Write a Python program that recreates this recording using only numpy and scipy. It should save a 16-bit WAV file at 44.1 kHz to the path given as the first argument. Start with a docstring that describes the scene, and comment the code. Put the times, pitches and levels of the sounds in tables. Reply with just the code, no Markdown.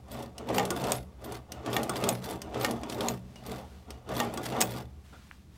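"""A hand-cranked leather stitcher on a wooden bench makes four stitches, close by, in a humming workshop.
Cams and gears rumble through the iron frame and the slides scrape. In each turn the thread lever ticks,
the cam takes up its load with a thud, the needle bar clacks, the feed clicks, the presser foot snaps
down and the needle bar rises in a soft swell. A shirt rustles before the last stitch and again as the
crank comes to rest; something creaks faintly and gives one dry tick."""
import sys
import numpy as np
from scipy import signal
from scipy.fft import rfft, irfft, next_fast_len
from scipy.io import wavfile
from scipy.ndimage import uniform_filter1d

SR = 44100
rng = np.random.default_rng(int(sys.argv[2]) if len(sys.argv) > 2 else 0)


def store_pcm(level_fs):
    """Save levels as 16-bit WAV."""
    pcm = np.round(np.clip(level_fs, -1, 1) * 32767).astype(np.int16)
    wavfile.write(sys.argv[1], SR, np.atleast_2d(pcm).T)


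N = 245637
STOP_S = 4.85  # the crank starts coming to rest

# Blows. Each row: start in seconds, relative level in dB, knock over crack in dB, tilt in dB per octave.
LEVER_BLOWS = [(0.38, -33, -9.5, 3.5), (1.5191, -29.5, -9.5, 4), (2.417, -30, -12, 3.5),
               (3.357, -39.5, -0.5, -2.5), (3.9042, -33.5, -10, 2)]
NEEDLE_BLOWS = [(0.5821, -12.5, -19, -0.5), (0.5959, -18.5, 4.5, -2), (1.7654, -14.5, -1.5, 1.5),
                (2.6467, -13, -10, 0.5), (2.6617, -31.5, -4, 3.5), (4.2009, -15, 1.5, 0)]
FEED_BLOWS = [(0.7043, -19.5, 4.5, 4.5), (1.894, -21.5, 5, 4), (2.8336, -27.5, -9, -2),
              (4.374, -26.5, 3.5, 2)]
FOOT_BLOWS = [(0.9195, -12.5, -6, 1.5), (2.0894, -11.5, -7, 3.5), (3.0847, -15, -24, 1),
              (4.6054, -17.5, -21, 5), (4.609, -14, -10.5, 1.5), (4.6136, -8, -15, 0),
              (4.622, -13.5, -12, -2)]
# Iron frame. Each row: frequency in Hz, level in dB.
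FRAME_SPECTRUM = [(30, -63), (100, -4), (160, -5.5), (300, 0), (600, -1), (850, -2.5), (1050, -8),
                  (1550, -19.5), (2500, -20), (4000, -27), (8000, -36), (16000, -96.5)]
# Its resonances. Each row: frequency in Hz, width in Hz, lift in dB.
FRAME_MODES = [(186.2, 4.9, 13.5), (235.3, 19.6, 11.5), (321.5, 12, 6), (406, 41, 3), (457.7, 20, 5.5),
               (550, 15, 5), (663, 36, 3), (688, 22, 2.5), (741, 30, 6), (847, 46, -0.5), (912, 25, 1.5),
               (1145, 57, 7.5), (1252, 78, 5.5), (1440, 130, 6.5), (1809, 33, 10), (2130, 100, -0.5),
               (2666, 80, 5), (2980, 94, 5)]
# The cam takes up its load. Each row: start in seconds, relative tick level in dB, thud level in dB,
# run-out after the foot drops in seconds.
CAM_LOADS = [(0.4876, -26, -27.5, 0.2), (1.6604, -24, -31.5, 0.21), (2.5434, -27, -32.5, 0.21),
             (4.0895, -27.5, -37, 0.32)]
# The needle bar rises. 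Each row: slide release in seconds, delay to the crest in seconds,
# half width in seconds, rumble in dB, scrape in dB, scrape length in seconds.
RETURN_STROKES = [(0.115, 0.068, 0.099, -40, -51, 0.11), (1.2435, 0.066, 0.095, -40.5, -53, 0.11),
                  (2.245, 0.062, .095, -38.5, -48, 0.089), (3.463, 0.072, 0.11, -40, -52, 0.13),
                  (4.707, 0.065, 0.058, -37.5, -47.5, 0.075)]


def amp(db):
    """Decibels to gain."""
    return 10 ** (np.asarray(db) / 20)


def unit(x):
    """Scale to rms 1."""
    return x / np.sqrt(np.mean(x ** 2) + 1e-20)


def fade(t, t60_s):
    """Exponential decay, 60 dB down at t60_s."""
    return np.exp(-np.log(1000) * t / t60_s)


def along(points, hz):
    """Read (Hz, value) points on a log axis."""
    point_hz, values = np.transpose(points)
    return np.interp(np.log(hz + 1), np.log(point_hz), values)


def curve(points):
    """Read (seconds, value) points at every sample."""
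    return np.interp(np.arange(N) / SR, *np.transpose(points))


def add(track, start_s, sound):
    """Mix a sound into a track."""
    start = round(start_s * SR)
    part = sound[:max(N - start, 0)]
    track[start:start + len(part)] += part


def through(x, response):
    """Convolve, keeping the length."""
    return signal.fftconvolve(x, response)[:len(x)]


def body(spectrum, modes=(), size=16384):
    """Minimum-phase response of energy 1: a broad spectrum lifted by resonances."""
    hz = np.fft.rfftfreq(size, 1 / SR)
    lift_db = sum(db / (1 + (2 * (hz - mode_hz) / width_hz) ** 2) for mode_hz, width_hz, db in modes)
    bass_cut_db = 12 * np.log2(np.maximum(spectrum[0][0] / (hz + 10), 1))  # small parts lack deep bass
    cepstrum = irfft(np.log(amp(along(spectrum, hz) + lift_db - bass_cut_db)))
    cepstrum[1:size // 2] *= 2
    cepstrum[size // 2 + 1:] = 0
    response = irfft(np.exp(rfft(cepstrum)))[:size // 2]
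    return response / np.linalg.norm(response)


def grains(per_s, spread_db, smooth):
    """Tiny uneven contacts over smooth friction noise; rms 1."""
    sizes = amp(spread_db * np.clip(rng.standard_normal(N), -2, 2)) * rng.choice([-1, 1], N)
    contacts = unit(sizes * (rng.random(N) < per_s / SR))
    return unit(contacts + smooth * rng.standard_normal(N))


def waver(hz, width_hz, size):
    """Tone of rms 1, its line widened by phase drift."""
    jitter = uniform_filter1d(rng.standard_normal(size), max(int(SR / width_hz / 4), 1))
    drift_rad = np.cumsum(jitter) * np.sqrt(2 * np.pi * width_hz / SR)
    return np.sqrt(2) * np.sin(2 * np.pi * hz * np.arange(size) / SR + drift_rad)


def workshop_hum():
    """Steady low noise of the workshop."""
    # Each row: frequency in Hz, relative level in dB.
    spectrum = [(20, -24), (40, -51), (55, -10), (70, -4), (82, -8), (98, -27), (120, -15.5), (165, -24),
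                (190, -17), (260, -28), (500, -37), (1500, -48.5), (5000, -51), (16000, -60.5)]
    return amp(-50.5) * unit(through(rng.standard_normal(N), body(spectrum)))


def room(x):
    """Short workshop reverberation, longest in the bass."""
    # Each row: frequency in Hz, T60 in seconds.
    decay_times = [(150, 0.71), (1000, 0.23), (5000, 0.086), (15000, 0.21)]
    hz, t, noise = signal.stft(rng.standard_normal(SR // 2), SR, nperseg=256)
    tail = signal.istft(noise * fade(t, along(decay_times, hz)[:, None]), SR, nperseg=256)[1]
    return through(x, np.pad(tail / np.linalg.norm(tail), (int(0.004 * SR), 0)))


def shirt():
    """Cloth rubs in fine grains as the operator shifts."""
    # Each row: time in seconds, relative level in dB.
    levels = [(0, -77), (3.0, -86), (3.3, -63.5), (3.75, -60.5), (4.0, -75.5), (4.97, -73), (5.035, -68.5),
              (5.05, -61), (5.2, -60), (5.35, -62.5), (5.48, -75.5), (5.56, -61.5)]
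    # Each row: frequency in Hz, level in dB.
    spectrum = [(200, -20), (1000, 0.5), (4000, -4.5), (9000, -12), (16000, -18.5)]
    rubbing = amp(curve(levels) - 2) * grains(per_s=4000, spread_db=12, smooth=1.9)
    return through(rubbing, body(spectrum))


def creak_and_tick():
    """A faint creak and one dry tick after the last stitch."""
    out = np.zeros(N)
    t = np.arange(SR // 5) / SR
    rub = (1 - np.exp(-t / 0.012)) * fade(t, 0.16) * rng.standard_normal(len(t))
    creak = body([(300, 2), (1400, -5.5), (4000, -21), (9000, -35)], [(1395, 125, 18), (3520, 150, 11)])
    tick = body([(300, -21), (900, -3), (1700, 5), (3000, -5.5), (4500, -39), (12000, -49)])
    add(out, 5.124, amp(-60) * unit(through(rub, creak)))
    add(out, 5.3125, amp(-19.5) * tick)
    return out


def stitches():
    """Seconds at each stitch's stages: 0 lever, 1 load, 2 needle, 3 feed, 4 foot, 5 end of run-out."""
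    rows = []
    for load_s, _, _, run_out_s in CAM_LOADS:
        lever_s = max(s for s, *_ in LEVER_BLOWS if s < load_s)
        needle_s, feed_s, foot_s = (min(s for s, *_ in blows if s > load_s)
                                    for blows in (NEEDLE_BLOWS, FEED_BLOWS, FOOT_BLOWS))
        rows.append([lever_s, load_s, needle_s, feed_s, foot_s, foot_s + run_out_s])
    return rows


def motion():
    """Gains of rumble, scrape and boom: coasting, stitches and return strokes, summed in power."""
    # Each row: stitch stage, then gear rumble, slide scrape and bench boom in relative dB.
    stage_levels = [(0, -48.5, -97, -79), (0.35, -43.5, -77.5, -45), (0.75, -46.5, -71, -50),
                    (1.0, -37.5, -57.5, -50.5), (1.2, -32, -57, -37), (1.55, -37, -47, -37),
                    (1.85, -31, -45, -34.5), (2.2, -32.5, -46, -52.5), (2.5, -37, -61.5, -35),
                    (2.901, -41, -59.5, -49.5), (3.1, -38, -61, -45), (3.351, -40, -45.5, -47),
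                    (3.55, -37, -50, -35.5), (3.7, -33, -50.5, -39.5), (4.0, -30.5, -47, -43),
                    (4.2, -38.5, -48.5, -35.5), (4.4, -49.5, -54.5, -37), (5.0, -92.5, -98, -60.5)]
    # Hand on the crank. Each row: time in seconds, gain in dB.
    effort = [(0.4, 0), (0.55, 2.5), (0.9, 0.5), (1.6, -1.5), (1.8, 1), (2.05, 2.5), (2.45, -1.5),
              (2.65, 1), (2.83, -3.5), (2.95, -1), (3.08, -1.5), (3.9, 0.5), (4.02, -16), (4.1, -2),
              (4.35, 0.5), (4.6, -0.5)]
    # Rumble, scrape and boom while coasting.
    idle_db = (-60.5, -79, -56)
    spin_up_s, stop_db_per_s = 0.035, 47
    rise_db_per_s, fall_db_per_s = 503.5, 354
    t = np.arange(N) / SR
    stages, *levels_db = np.transpose(stage_levels)
    effort_db = curve(effort)
    power = np.outer(amp(idle_db), amp(-stop_db_per_s * np.maximum(t - STOP_S, 0))) ** 2
    for times in stitches():
        stage = np.interp(t, times, np.arange(len(times)))
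        turning = np.clip(1 + (t - times[0]) / spin_up_s, 0, 1) * (t < times[-1])
        power += turning * amp([np.interp(stage, stages, db) + effort_db for db in levels_db]) ** 2
    for start_s, crest_s, half_width_s, rumble_db, scrape_db, length_s in RETURN_STROKES:
        swell_db = rumble_db - 11.5 * ((t - start_s - crest_s) / half_width_s) ** 2
        before_s, after_s = np.maximum(start_s - t, 0), np.maximum(t - start_s - length_s, 0)
        slide_db = scrape_db - rise_db_per_s * before_s - fall_db_per_s * after_s
        power += amp([swell_db, slide_db, swell_db - 2.5]) ** 2
    return np.sqrt(power)


def shifting(x, depth_db):
    """The contact point travels round the cam, so resonances come and go."""
    spectra = signal.stft(x, nperseg=1024)[2]
    field = uniform_filter1d(rng.standard_normal(spectra.shape), size=3, axis=0)
    field = unit(uniform_filter1d(field, size=4, axis=1))
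    return signal.istft(spectra * unit(amp(depth_db * field)), nperseg=1024)[1][:N]


def crank(rumble_gain, scrape_gain, boom_gain):
    """Rough cams shake the frame, the slides catch and scrape, the bench booms at its lowest mode."""
    # Each row: frequency in Hz, level in dB.
    scrape_spectrum = [(300, -39.5), (1500, 7.5), (3000, 1), (4800, 3.5), (6300, -5), (7200, -5),
                       (8500, -2.5), (10000, -4), (12000, -3.5), (13500, -8.5), (15500, -7.5), (16500, -35)]
    # Moving steel parts. Each row: frequency in Hz, width in Hz, lift in dB.
    slide_modes = [(2040, 110, 4.5), (3510, 280, 7), (4170, 75, 1), (4650, 90, 1.5), (5300, 90, 4.5),
                   (5940, 120, 7.5), (6640, 170, 5), (7600, 140, 9.5), (8400, 216, 1.5), (9900, 70, -2),
                   (12700, 250, 3), (14100, 150, 11), (15430, 110, 8.5)]
    cams = shifting(grains(per_s=1400, spread_db=3.5, smooth=0.76), depth_db=2.5)
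    rumble = through(rumble_gain * cams, body(FRAME_SPECTRUM, [*FRAME_MODES, *slide_modes]))
    catches = np.abs(grains(per_s=380, spread_db=9.5, smooth=0))
    chatter = unit(through(catches, fade(np.arange(SR // 20) / SR, 0.017)))
    friction = unit((0.43 + chatter) * shifting(rng.standard_normal(N), depth_db=2.5))
    scrape = through(scrape_gain * friction, body(scrape_spectrum, slide_modes))
    bench = signal.butter(2, [108, 142], "bandpass", fs=SR, output="sos")
    boom = signal.sosfiltfilt(bench, amp(-2.5) * boom_gain * waver(hz=122.7, width_hz=7.88, size=N))
    return rumble + scrape + boom


def squeaks():
    """Stick-slip whistles of a dry steel slide swell and ring away."""
    # Each row: stitch stage, level in dB.
    dry_spots = [(1.72, -44), (3.42, -57), (4.04, -47.5)]
    # The foot's hardest drop squeals higher: start in seconds, frequency in Hz, level in dB.
    last_squeak = (4.617, 15400, -38)
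    squeak_hz, swell_s, return_db = 13600, 0.009, -54
    out = np.zeros(N)
    t = np.arange(SR // 6) / SR
    envelope = t / swell_s * np.exp(1 - t / swell_s)
    stitching = [(np.interp(stage, np.arange(len(times)), times), squeak_hz, db)
                 for times in stitches() for stage, db in dry_spots]
    rising = [(s, squeak_hz, return_db) for s, *_ in RETURN_STROKES]
    for start_s, hz, db in stitching + rising + [last_squeak]:
        whistle = waver(hz * (1 + rng.normal(0, 0.006)), width_hz=200, size=len(t))
        add(out, start_s, amp(db) * envelope * whistle)
    return out


def presser_spring():
    """The foot's spring pings with two high notes as it settles."""
    # Each row: start in seconds, level in dB.
    pings = [(.964, -40), (2.128, -41)]
    out = np.zeros(N)
    t = np.arange(SR // 3) / SR
    envelope = fade(t, 0.045) + amp(-19) * fade(t, 0.3)
    for start_s, db in pings:
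        upper = waver(hz=11070, width_hz=260, size=len(t))
        lower = amp(-13) * waver(hz=8010, width_hz=80, size=len(t))
        add(out, start_s, amp(db) * (upper + lower) * envelope)
    return out


def thuds():
    """Slack closes under load and jolts the frame."""
    lag_s = 0.014
    jolts = np.zeros(N)
    t = np.arange(SR // 5) / SR
    for load_s, _, db, _ in CAM_LOADS:
        add(jolts, load_s + lag_s, amp(db) * fade(t, 0.075) * rng.standard_normal(len(t)))
    return through(jolts, body(FRAME_SPECTRUM, FRAME_MODES))


def strikes(blows, steel, mount, gain_db, rise_s, t60_s, ring_db, ring_t60_s, knock_t60_s):
    """Steel on steel: a short crack, a weaker dense ring of the part, a knock in its mount."""
    t = np.arange(16384) / SR
    octaves = np.log2(np.maximum(np.fft.rfftfreq(len(t), 1 / SR), 1000) / 6000)
    attack = 1 - np.exp(-(t / rise_s) ** 2)
    envelope = attack * (fade(t, t60_s) + amp(ring_db) * fade(t, ring_t60_s))
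    out = np.zeros(N)
    for start_s, db, knock_db, tilt_db_per_octave in blows:
        contact = irfft(rfft(rng.choice([-1, 1], len(t))) * amp(tilt_db_per_octave * octaves))
        crack = unit(through(envelope * contact, steel))
        knock = unit(through(fade(t, knock_t60_s) * rng.standard_normal(len(t)), mount))
        add(out, start_s, amp(db + gain_db) * (crack + amp(knock_db) * knock))
    return out


def linkage(scrape_gain):
    """Play in the linkage: loud knocks, ticks that every turn repeats, a rattle following the scrape."""
    # Each row: start in seconds, relative level in dB, knock over crack in dB, tilt in dB per octave.
    knocks = [(0.6518, -23.5, -6, 1), (0.839, -21.5, -5, -3), (1.321, -31.5, 3.5, 2), (1.8309, -24, -12, 2),
              (1.957, -21.5, -16, -5), (2.0383, -16.5, -9, -2.5), (2.3087, -30.5, 0, 6),
              (2.709, -25, -20, 2), (2.897, -23, -12, -3), (2.9237, -24.5, -18, -4.5),
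              (3.0064, -18.5, -25, -3.5), (4.338, -31, 8, 7), (4.4561, -22.5, -2, -2.5),
              (4.522, -27.5, 8, -5.5)]
    # Each row: frequency in Hz, level in dB.
    spectrum = [(200, 10), (2000, -2), (3300, 4), (4500, -0.5), (6200, 0.5), (7500, -1.5), (8600, 0.5),
                (10500, 0), (12000, -2.5), (14000, -7), (16000, -19)]
    # Each row: frequency in Hz, width in Hz, lift in dB.
    modes = [(3300, 470, 3.9), (4480, 430, 5), (5780, 130, 5), (8400, 210, 1.9), (10000, 426, 1.3),
             (11600, 180, 1.9)]
    rattle_per_s, spread_db, catch_lead_s = 12, 6.5, 0.036
    blows = list(knocks) + [(s, db, -8, -4) for s, db, _, _ in CAM_LOADS]
    # The needle bar catches just before its clack and again as it starts to rise.
    blows += [(times[2] - catch_lead_s, -23.5, -5, -1.5) for times in stitches()]
    blows += [(s, -34, -3, 1.5) for s, *_ in RETURN_STROKES]
    for _ in range(round(rattle_per_s * STOP_S)):
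        start_s = rng.uniform(0, STOP_S)
        scrape_db = 20 * np.log10(scrape_gain[int(start_s * SR)])
        blows.append((start_s, scrape_db + 10.5 + rng.uniform(-spread_db, spread_db), -7, 0.5))
    return strikes(blows, body(spectrum, modes), body(FRAME_SPECTRUM, FRAME_MODES), gain_db=-29,
                   rise_s=0.00093, t60_s=0.026, ring_db=-16.5, ring_t60_s=0.12, knock_t60_s=0.082)


def thread_lever():
    """The lever ticks as each turn begins and once faintly between turns; its arm rings."""
    # Each row: frequency in Hz, level in dB.
    spectrum = [(200, 13.5), (1600, -0.5), (2800, 3), (3600, -3.5), (4500, 1.5), (6000, 3), (7500, -14.5),
                (8600, 2), (9800, -14.5), (12200, -11.5), (13300, -19), (16000, -22)]
    # Each row: frequency in Hz, width in Hz, lift in dB.
    arm_modes = [(1950, 89, 11), (2460, 13, 9.4), (2870, 89, 14), (2980, 120, 9.7), (4500, 17, 9.7)]
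    arm = body([(500, -9), (2800, -5), (6000, -6), (12000, -20)], arm_modes)
    return strikes(LEVER_BLOWS, body(spectrum), arm, gain_db=-25.5,
                   rise_s=0.0012, t60_s=0.028, ring_db=-43, ring_t60_s=0.066, knock_t60_s=0.3)


def feed():
    """The feed clicks and knocks in the machine's arm."""
    # Each row: frequency in Hz, level in dB.
    spectrum = [(200, 1.5), (1250, 2), (2000, 3), (3200, -4.5), (4200, -5), (5500, -2), (7800, -6.5),
                (8900, 0), (9800, -16), (12800, -23.5), (13700, -15), (16000, -22)]
    # Each row: frequency in Hz, width in Hz, lift in dB.
    modes = [(3340, 150, 16), (4770, 130, 5)]
    arm_modes = [(349, 48, 18.5), (1126, 150, 16.5), (1224, 95, 13), (1436, 130, 22.5), (3560, 90, 20)]
    return strikes(FEED_BLOWS, body(spectrum, modes), body(FRAME_SPECTRUM, arm_modes), gain_db=-27,
                   rise_s=0.00048, t60_s=0.022, ring_db=-16, ring_t60_s=0.071, knock_t60_s=0.15)


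def needle_bar():
    """The bar clacks and knocks in the machine's head."""
    # Each row: frequency in Hz, level in dB.
    spectrum = [(200, -26.5), (800, 1), (1500, -2), (2100, -4.5), (3000, -3), (4200, -6), (6000, -7.5),
                (6900, -2.5), (7800, -10.5), (10000, -20), (10900, -8), (12200, -18.5), (13200, -10),
                (16000, -27)]
    # Each row: frequency in Hz, width in Hz, lift in dB.
    modes = [(823, 110, 14.7), (1191, 50, 15.1), (1840, 120, 15), (2164, 68, 10), (2300, 88, 9.1),
             (2900, 380, 7.8), (3400, 140, 10)]
    return strikes(NEEDLE_BLOWS, body(spectrum, modes), body(FRAME_SPECTRUM, modes), gain_db=-27.5,
                   rise_s=0.00039, t60_s=0.016, ring_db=-24, ring_t60_s=0.16, knock_t60_s=0.23)


def presser_foot():
    """The foot snaps down and knocks the frame."""
    # Each row: frequency in Hz, level in dB.
    spectrum = [(200, -9), (1500, -8), (2400, -6.5), (3300, -4), (4500, -7), (6000, -6.5), (6800, 2),
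                (7500, -8), (8500, -3.5), (9600, -16.5), (11000, -11.5), (12000, -18), (13500, -10.5),
                (16000, -29.5)]
    # Each row: frequency in Hz, width in Hz, lift in dB.
    modes = [(2525, 75, 10.9), (5360, 86, 6.7), (7700, 190, 6), (10700, 84, 7.3), (13400, 200, 4),
             (14000, 58, 8.7), (15660, 90, 11)]
    return strikes(FOOT_BLOWS, body(spectrum, modes), body(FRAME_SPECTRUM, FRAME_MODES), gain_db=-29.5,
                   rise_s=0.0005, t60_s=0.009, ring_db=-16, ring_t60_s=0.052, knock_t60_s=0.15)


def scene():
    """Machine and operator, their reverberation and the workshop hum; mono."""
    rumble_gain, scrape_gain, boom_gain = motion()
    direct = crank(rumble_gain, scrape_gain, boom_gain) + thuds()
    direct += presser_foot() + needle_bar() + feed() + thread_lever() + linkage(scrape_gain)
    direct += squeaks() + presser_spring() + shirt() + creak_and_tick()
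    return (workshop_hum() + direct + amp(-14) * room(direct))[None]


def record(dry):
    """Brick-wall low-pass."""
    top_hz = 16300
    size = next_fast_len(N + SR // 2)
    passband = np.fft.rfftfreq(size, 1 / SR) < top_hz
    return irfft(rfft(dry, size) * passband, size)[:, :N]


dry = scene()
out = record(dry)
store_pcm(out)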